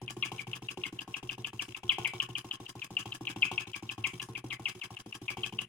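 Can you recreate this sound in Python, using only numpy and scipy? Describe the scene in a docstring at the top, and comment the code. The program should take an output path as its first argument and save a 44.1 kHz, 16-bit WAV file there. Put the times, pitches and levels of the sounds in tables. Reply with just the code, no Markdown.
"""In a small room, on a wooden table, a model flame-eater engine runs close by at about 6.5 turns a second.
Each turn opens with a knock that excites the normal modes of base, table and brass cylinder. The piston
slides with faint ticks while loose links clink; stick-slip friction gives a short falling squeak; then
a rasp of gas ends in the click of the flame shutter. Faint room air and a thin whine lie underneath,
and an expander turns the quiet gaps down."""
import sys
import numpy as np
from scipy import signal
from scipy.fft import rfft, irfft, next_fast_len
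from scipy.io import wavfile
from scipy.ndimage import uniform_filter1d

SR = 44100
rng = np.random.default_rng(int(sys.argv[2]) if len(sys.argv) > 2 else 0)


def file_out(sig):
    """Save sig as 16-bit WAV at sys.argv[1]."""
    # one column per channel
    cols = np.atleast_2d(sig).T
    # limit, then scale
    lim = np.clip(cols, -1, 1)
    pcm = np.round(lim * 32767).astype(np.int16)
    wavfile.write(sys.argv[1], SR, pcm)


N = 250701
RING_TIME = np.arange(SR // 2) / SR  # time axis of an impulse response, in seconds


def undb(db):
    """Amplitude grows tenfold for every 20 dB."""
    return 10 ** (np.asarray(db) / 20)


def along(times, curve):
    """Linear interpolation between (time, value) points."""
    return np.interp(times, *np.transpose(curve))


def noise(size=N):
    """White noise, uncorrelated between left and right."""
    return rng.standard_normal((2, size))


def gritty(spread_db, grain_hz):
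    """Random amplitude modulation: noise whose strength jumps from grain to grain."""
    grain = (np.arange(N) * grain_hz / SR).astype(int)
    gain = undb(spread_db * rng.standard_normal(N)[grain])
    return noise() * gain / np.sqrt(np.mean(gain ** 2))


def colour(x, points):
    """Spectral shaping by a curve of (Hz, dB) points."""
    hz, db = np.transpose(points)
    size = next_fast_len(N + 8192)
    bins_hz = np.maximum(np.fft.rfftfreq(size, 1 / SR), 1)
    gain = undb(np.interp(np.log(bins_hz), np.log(hz), db))
    return irfft(rfft(x, size) * gain, size)[..., :N]


def cut(x, hz, kind, order=2):
    """A maximally flat low-pass or high-pass filter."""
    return signal.sosfilt(signal.butter(order, hz, kind, fs=SR, output="sos"), x)


def blows(times, db):
    """Brief impacts idealised as impulses."""
    out = np.zeros(N)
    np.add.at(out, np.clip(np.round(times * SR).astype(int), 0, N - 1), undb(db))
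    return out


def ring(x, response):
    """A linear system convolves its input with its impulse response."""
    return signal.fftconvolve(np.atleast_2d(x), np.atleast_2d(response), axes=1)[:, :N]


def fade(t60_s):
    """Damping: an exponential decay that loses 60 dB in the time T60."""
    return np.exp(-np.log(1000) * RING_TIME / t60_s)


def swell(rise_s, fall_s):
    """A raised-cosine rise and fall."""
    t = np.arange(int((rise_s + fall_s) * SR)) / SR
    return np.sin(np.pi / 2 * np.interp(t, [0, rise_s, rise_s + fall_s], [0, 1, 0])) ** 2


# Spectrum of the room air. Each row: frequency in Hz, relative level in dB.
AIR_SPECTRUM = [(20, 2.5), (60, -19), (120, -1), (300, -14), (1000, -13), (3000, -3.5), (10000, -60),
                (16000, -73)]
# Course of the whine. Each row: time in seconds, frequency in Hz, level in dB.
WHINE_COURSE = [(0, 10430, -70.5), (1.6, 10370, -76), (2.0, 9900, -87), (3.92, 10470, -99),
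                (4.02, 10400, -69), (5.68, 10570, -74)]


def background(waver_hz=25):
    """Room air is broadband noise; a thin whine wavers by random frequency modulation."""
    times, *columns = np.transpose(WHINE_COURSE)
    hz, db = (np.interp(np.arange(N) / SR, times, column) for column in columns)
    mid, side = colour(noise(), AIR_SPECTRUM)
    air = mid + undb(-4.5) * side * np.array([[1], [-1]])
    waver = cut(rng.standard_normal(N), 30, "low")
    whine = undb(db) * np.sin(2 * np.pi * np.cumsum(hz + waver_hz * waver / waver.std()) / SR)
    return undb(-47) * air + whine


# Speed of the flywheels. Each row: time in seconds, speed in turns per second.
FLYWHEEL_SPEED = [(0.0, 6.643), (0.7, 6.563), (1.6, 6.632), (2.0, 6.623), (2.45, 6.367), (2.75, 6.608),
                  (3.35, 6.559), (3.6, 6.423), (4.0, 6.499), (4.5, 6.485), (5.0, 6.433), (5.68, 6.501)]
SQUEAK_TURN, SHUTTER_TURN = 0.417, 0.603  # fractions of a turn after the knock


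def turn_times(share=0, first_knock_s=0.016):
    """Angle is the integral of speed: the times at which the crank passes a given share of each turn."""
    t = np.arange(N) / SR
    turns = np.cumsum(along(t, FLYWHEEL_SPEED)) / SR
    count = int(turns[-1] - SHUTTER_TURN) + 1
    return first_knock_s + np.interp(np.arange(count) + share, turns, t)


# Knocks harder or softer than usual. Each row: time in seconds, extra force in dB.
UNEVEN_KNOCKS = [(0.317, 9), (0.622, -0.5), (0.774, 3.5), (0.926, -8), (1.682, -10.5), (1.834, 1.5),
                 (1.984, 13), (2.136, 6.5), (3.057, 6), (3.362, 4.5), (3.514, 12), (3.67, -4), (4.134, -10),
                 (4.751, -16), (5.061, -8), (5.216, -8), (5.371, 7)]


def strokes(scatter_db=0.1):
    """Quasi-periodic excitation, one knock a turn. Returns times and extra force in dB."""
    times = turn_times()
    force_db = -scatter_db * rng.standard_normal(len(times))
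    for when, db in UNEVEN_KNOCKS:
        force_db[np.argmin(np.abs(times - when))] = db
    return times, force_db


# Thump of a blow on the base. Each row: time in seconds, level in dB at ordinary force.
THUMP_LEVEL = [(0, -39), (1.35, -39), (1.55, -39), (2.0, -39.5), (2.9, -39), (3.1, -38.5), (3.7, -39.5),
               (4.3, -37), (4.6, -41), (5.05, -40.5), (5.37, -37), (5.68, -38)]
# Spectrum of metal ticking and rubbing. Each row: frequency in Hz, gain in dB.
METAL_SPECTRUM = [(300, 5), (1100, 13.5), (1800, -9.5), (2700, 19), (3300, 12), (4200, 2), (6500, 3),
                  (10000, -0.5), (12000, -6), (16000, -7.5)]


def knocks(times, force_db, stir_db, split_hz=540, jolt_hz=880, heave_hz=340):
    """Impact: soft contact drives low modes, hard contact high ones. Returns sound and push on the base."""
    hard = blows(times, -40 + force_db)
    soft = blows(times, along(times, THUMP_LEVEL) + 0.23 * force_db)
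    push = cut(soft, split_hz, "low", order=4) + undb(-6.5) * cut(hard, split_hz, "high", order=4)
    # the clack is a tight jolt with a short heave under it
    jolt = undb(4) * fade(0.0095) * np.sin(2 * np.pi * jolt_hz * RING_TIME)
    heave = undb(-4) * fade(0.03) * np.sin(2 * np.pi * heave_hz * RING_TIME)
    clack = cut(cut(ring(hard, jolt + heave), 213, "high"), 1460, "low", order=4)
    tick_envelope = ring(blows(times, -54.5 + 2 * stir_db), fade(0.057))
    return clack + colour(noise() * tick_envelope, METAL_SPECTRUM), push


# Modes of the base on the table. Each row: frequency in Hz, relative level in dB, T60 in seconds.
BASE_MODES = [(76, -12.5, 0.12), (108.17, -8, 0.49), (126.14, -6, 0.32), (172.4, -12, 0.23),
              (220.5, -10.5, 0.14), (241.3, -24.5, 0.62), (305.4, 5, 0.041), (357.5, -1, 0.11),
              (361, -2.5, 0.25), (379.3, -7, 0.048), (448, -23, 0.45), (685, -24.5, 0.052),
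              (702, -4, 0.015), (814, -5.5, 0.061), (920, -0.5, 0.0056), (1000, -13.5, 0.048),
              (1058, -8.5, 0.17), (1071, -4, 0.079), (1127, -5, 0.016), (1464, -26.5, 0.33)]


def base_and_table(push, times, build_cycles=0.41, scatter_db=3):
    """Modal superposition: each mode builds up in about a cycle and takes a varying share of each blow."""
    out = 0
    for k, (hz, db, t60) in enumerate(BASE_MODES):
        build_up = 1 - np.exp(-RING_TIME * hz / build_cycles)
        mode = fade(t60) * np.sin(2 * np.pi * hz * RING_TIME) * build_up
        share_db = scatter_db * np.interp(np.arange(N) / SR, times, rng.standard_normal(len(times)))
        out = out + (-1) ** k * ring(push * undb(db + share_db), mode)
    return out


# Modes of the cylinder and its fins. Each row: frequency in Hz, gain at resonance in dB, T60 in seconds.
CYLINDER_MODES = [(1734, -4.5, 0.047), (2110, 4.5, 0.033), (2279.6, 14.5, 0.32), (2580, -25, 0.071),
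                  (3262, 2, 0.015), (4052, 8, 0.08), (4970, 1.5, 0.02), (5950, -27, 0.042),
                  (5935, -1, 0.018), (6690, -0.5, 0.027)]


def brass_cylinder(x):
    """Resonance: whatever rubs or ticks also rings the cylinder, which adds to the direct sound."""
    response = sum(undb(db) * 2 * fade(t60) / fade(t60).sum() * np.cos(2 * np.pi * hz * RING_TIME)
                   for hz, db, t60 in CYLINDER_MODES)
    return x + ring(x, response)


# Play in the linkage. Each row: delay after the knock in seconds, relative level in dB.
LINKAGE_RATTLE = [(.021, -64), (.042, -61)]


def piston(times, stir_db, slide_db=-62, slack_s=0.0025, scatter_db=1.46):
    """Friction noise: the piston slides after each knock, and backlash rattles the linkage twice."""
    slide = ring(blows(times, slide_db + stir_db), swell(0.0056, 0.15))
    late, force = rng.standard_normal((len(times), len(LINKAGE_RATTLE), 2)).T
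    contacts = sum(blows(times + delay + slack_s * late[k], db + scatter_db * force[k])
                   for k, (delay, db) in enumerate(LINKAGE_RATTLE))
    rattle = ring(contacts, swell(0.0046, 0.0019))
    return colour(gritty(spread_db=3.8, grain_hz=600) * (slide + rattle), METAL_SPECTRUM)


# Modes of the small links. Each row: frequency in Hz, relative level in dB, T60 in seconds.
LINK_MODES = [(3700, 9, 0.032), (5570, 7, 0.025), (6000, -25, 0.025), (7700, -11, 0.019)]


def clinks(times, stir_db, count=2, stroke_s=0.055, level_db=-62, spread_db=4):
    """Free vibration: loose links collide at random moments of a stroke, each clink ringing one mode."""
    attack = np.minimum(RING_TIME / 0.00091, 1)
    out = 0
    for hz, db, t60 in LINK_MODES:
        hits = times[:, None] + stroke_s * rng.random((len(times), count))
        force_db = level_db + db + stir_db[:, None] + spread_db * rng.standard_normal(hits.shape)
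        # each mode radiates its own way, so left and right differ in phase
        mode = fade(t60) * np.sin(2 * np.pi * (hz * RING_TIME + rng.random((2, 1)))) * attack
        out = out + ring(blows(hits.ravel(), force_db.ravel()), mode)
    return out


# The light squeaks of ordinary turns. Each row: time in seconds, relative level in dB.
LIGHT_SQUEAK_LEVEL = [(0, -32), (0.5, -26.5), (1.0, -28.5), (1.45, -25), (1.75, -32), (2.5, -25),
                      (2.67, -36), (2.85, -26.5), (4.8, -29), (5.0, -35), (5.599, -24)]
# The loud squeaks. Each row: start in seconds, relative level in dB, decay time in seconds, starting
# pitch in Hz, second grip's relative level in dB, roughness from 0 to 1, second grip's delay in seconds.
LOUD_SQUEAKS = [(0.2251, -20, 0.0059, 3047, -39, 0.55, 0.011),
                (0.8362, -20.5, 0.0035, 2970, -34.5, 0.4, .02),
                (1.1412, -27, 0.0048, 2924, -31.5, 0.23, 0.0057),
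                (1.5938, -22, 0.0047, 2993, -38, 0, 0.012), (1.8925, -14.5, 0.011, 3350, -46, 0.14, .007),
                (2.0471, -23, 0.004, 2853, -26, 0.63, 0.012),
                (2.2006, -14.5, 0.0013, 3093, -27, 0.15, .0065),
                (2.353, -22.5, 0.0029, 3080, -32, 0.11, 0.011), (2.968, -16, 0.0031, 2977, -47, 0.08, .011),
                (3.2699, -24, 0.0048, 3116, -30.5, 0.39, .011),
                (3.421, -21.5, 0.0053, 3158, -14.5, 0.18, .011),
                (3.5781, -18, 0.0024, 2833, -28, 0.29, 0.0056),
                (4.04, -22.5, 0.011, 2980, -31.5, 0.44, 0.013),
                (4.5034, -29, 0.019, 3137, -36.5, 0.45, 0.028),
                (4.6556, -20, 0.0076, 2990, -40.5, 0.19, .018),
                (4.8142, -30, 0.011, 3097, -48, 0.28, 0.022),
                (5.281, -28.5, 0.0056, 2916, -29, 0.46, 0.012),
                (5.4331, -24.5, 0.0037, 3237, -24, 0.27, 0.0099)]


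def grips(slack_s=0.001, scatter_db=1.6, pitch_spread=0.0274, length_spread=0.43, roughness=0.26):
    """Friction grips unevenly, mostly lightly. Returns one row a turn, laid out as in LOUD_SQUEAKS."""
    times = turn_times(SQUEAK_TURN)
    late, share, length, pitch, wait = rng.standard_normal((5, len(times)))
    db = along(times, LIGHT_SQUEAK_LEVEL)
    # what the first grip does not release is left for the second
    first_db, second_db = db + scatter_db * share, db - 2.5 - scatter_db * share
    decay_s = 0.00053 * np.exp(length_spread * length)
    start_hz = 3010 * (1 + pitch_spread * pitch)
    delay_s = 0.0069 * np.exp(length_spread * wait)
    rows = np.column_stack([times + slack_s * late, first_db, decay_s, start_hz,
                            second_db, np.full(len(times), roughness), delay_s])
    for squeak in LOUD_SQUEAKS:
        rows[np.argmin(np.abs(times - squeak[0]))] = squeak
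    return rows


def squeaks(rows, glide_s=0.02192, rise_s=0.0033, peak_s=0.0025, rough_hz=380, radiate_hz=2120):
    """Stick-slip: a dry part grips twice, its pitch sinking as it slows. Returns sound and push."""
    out = np.zeros(N + SR)
    t = np.arange(-SR // 200, SR // 20) / SR
    attack = np.sin(np.pi / 2 * np.clip(1 + (t - peak_s) / rise_s, 0, 1)) ** 2
    glide = (1 + np.exp(-np.maximum(t, 0) / glide_s)) / 2
    for start, first_db, decay_s, start_hz, second_db, roughness, delay_s in rows:
        first = undb(first_db) * attack * np.exp(-np.maximum(t - peak_s, 0) / decay_s)
        second = undb(second_db) * np.exp(-0.5 * ((t - delay_s) / 0.0031) ** 2)
        phase = 2 * np.pi * np.cumsum(start_hz * glide) / SR
        # uneven slip modulates amplitude and phase, and lets a higher and a lower note break through
        uneven = cut(rng.standard_normal((3, len(t))), rough_hz, "low", order=4)
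        strength, lag, upper = roughness * uneven / uneven.std()
        # so small a part radiates poorly at the bottom of its glide
        tone = cut((1 + strength) * np.sin(phase + lag), radiate_hz, "high", order=10)
        tone += undb(-6) * upper * np.sin(1.21 * phase) + undb(-14) * roughness * np.sin(0.41 * phase)
        out[int((start + t[0]) * SR):][:len(t)] += (first + second) * tone
    push = cut(rng.standard_normal(N) * np.abs(out[:N]), 770, "high", order=4)
    return undb(-3.5) * out[:N], undb(-44) * push


# Spectra of the gas rasp and the shutter's click. Each row: frequency in Hz, gain in dB.
GAS_SPECTRUM = [(200, -11), (550, -2.5), (750, -2), (1150, 13.5), (1400, 2), (1700, 11.5), (2000, -10),
                (3000, 11), (4200, -3.5), (4900, 3.5), (5600, 1), (9500, -3.5), (12000, -10.5),
                (16000, -13)]
CLICK_SPECTRUM = [(500, -7.5), (3000, -5), (5000, -10), (7000, -3.5), (9500, -3.5), (12000, -9),
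                  (16000, -25.5)]
# Strength of the click. Each row: time in seconds, relative level in dB.
SHUTTER_LEVEL = [(0.1, -28), (0.6, -29.5), (1.2, -37.5), (1.5, -29.5), (2.1, -24.5), (2.5, -34),
                 (3.35, -34), (4.1, -25), (4.85, -40.5), (5.68, -31)]


def shutter(drag_db, gas_db=-44.5, gas_lead_s=0.017, bump_db=-6.5, bump_lead_s=0.003765):
    """Flow noise swells until the shutter's impact, more after a loud squeak. Returns sound and push."""
    times = turn_times(SHUTTER_TURN)
    click_scatter, flow_scatter = rng.standard_normal((len(times), 2)).T
    click_db = along(times, SHUTTER_LEVEL) - 0.06 * drag_db + 3.5 * click_scatter
    flow_db = 0.28 * drag_db + 1.2 * flow_scatter
    flow = ring(blows(times - gas_lead_s, gas_db + flow_db), swell(gas_lead_s, 0.029))
    gas = colour(gritty(spread_db=4.63, grain_hz=900) * flow, GAS_SPECTRUM)
    click = colour(noise() * ring(blows(times, click_db), fade(0.0094)), CLICK_SPECTRUM)
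    push = blows(times - bump_lead_s, along(times, THUMP_LEVEL) + bump_db + flow_db)
    return gas + click, push


def room(x, early_db=-9, late_db=-10, early_t60_s=0.037, late_t60_s=0.26):
    """Reverberation: early reflections from the table and things on it, then the room's diffuse tail."""
    t = RING_TIME
    # small things reflect little bass
    early = cut(noise(len(t)) * fade(early_t60_s) * (t > 0.002), 600, "high")
    late = noise(len(t)) * fade(late_t60_s) * np.clip(t / 0.01 - 0.5, 0, 1)
    response = sum(undb(db) * part / np.sqrt(np.sum(part ** 2) / 2)
                   for part, db in ((early, early_db), (late, late_db)))
    mid, side = ring(x.mean(axis=0), response)
    # left and right receive the same bass
    side = undb(-0.5) * cut(side, 710, "high", order=1)
    return x + cut(mid, 89, "high", order=1) + side * np.array([[1], [-1]])


def scene(usual_squeak_db=-23):
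    """Airborne and structure-borne sound add: knock, squeak and shutter also push on the base."""
    times, force_db = strokes()
    squeak_rows = grips()
    # only a hard knock stirs the metal parts much more than usual
    stir_db = 0.4257 * np.logaddexp(0, force_db)
    # each turn's louder grip, relative to a usual squeak
    drag_db = np.maximum(squeak_rows[:, 1], squeak_rows[:, 4]) - usual_squeak_db
    knock, knock_push = knocks(times, force_db, stir_db)
    squeak, squeak_push = squeaks(squeak_rows)
    gas, shutter_push = shutter(drag_db)
    squeak = np.array([squeak, np.roll(squeak, 3)])  # arrives three samples sooner on the left
    metal = brass_cylinder(knock + piston(times, stir_db) + clinks(times, stir_db) + squeak + gas)
    base = base_and_table(knock_push + squeak_push + shutter_push, times)
    return room(metal + base) + background()


def expander(x, threshold_db, slope=3.33, depth_db=-13, window_s=0.0064):
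    """Downward expansion: the gain falls when the short-time level sinks under a threshold."""
    power = uniform_filter1d(np.mean(x ** 2, axis=0), int(window_s * SR))
    under_db = np.minimum(10 * np.log10(np.abs(power) + 1e-18) - threshold_db, 0)
    return x * uniform_filter1d(undb(np.maximum(slope * under_db, depth_db)), size=128)


# Imbalance of the two microphone ports. Each row: frequency in Hz, left minus right in dB.
PORT_BALANCE = [(60, 3.5), (110, 0.5), (200, 2), (380, -2.5), (700, 7), (1290, -0.5), (2380, 10), (4400, 2),
                (8120, 2.5), (15000, -2)]
# Bands of the expander. Each row: lower edge in Hz, threshold in dB.
EXPANDER_BANDS = [(0, -55), (550, -61.5), (1900, -49.5), (4000, -62)]


def record(dry, top_hz=15950):
    """Each port has its own frequency response; multiband expansion and a steep low-pass follow."""
    ports = np.array([colour(x, [(hz, sign * db / 2) for hz, db in PORT_BALANCE])
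                      for x, sign in zip(dry, (1, -1))])
    crossovers = [signal.butter(4, hz, "high", fs=SR, output="sos") for hz, _ in EXPANDER_BANDS[1:]]
    above = [ports] + [signal.sosfiltfilt(sos, ports) for sos in crossovers] + [0]
    out = sum(expander(above[k] - above[k + 1], db) for k, (_, db) in enumerate(EXPANDER_BANDS))
    return signal.sosfilt(signal.ellip(10, 0.2, 70, top_hz, fs=SR, output="sos"), out)


dry = scene()
out = record(dry)
file_out(out)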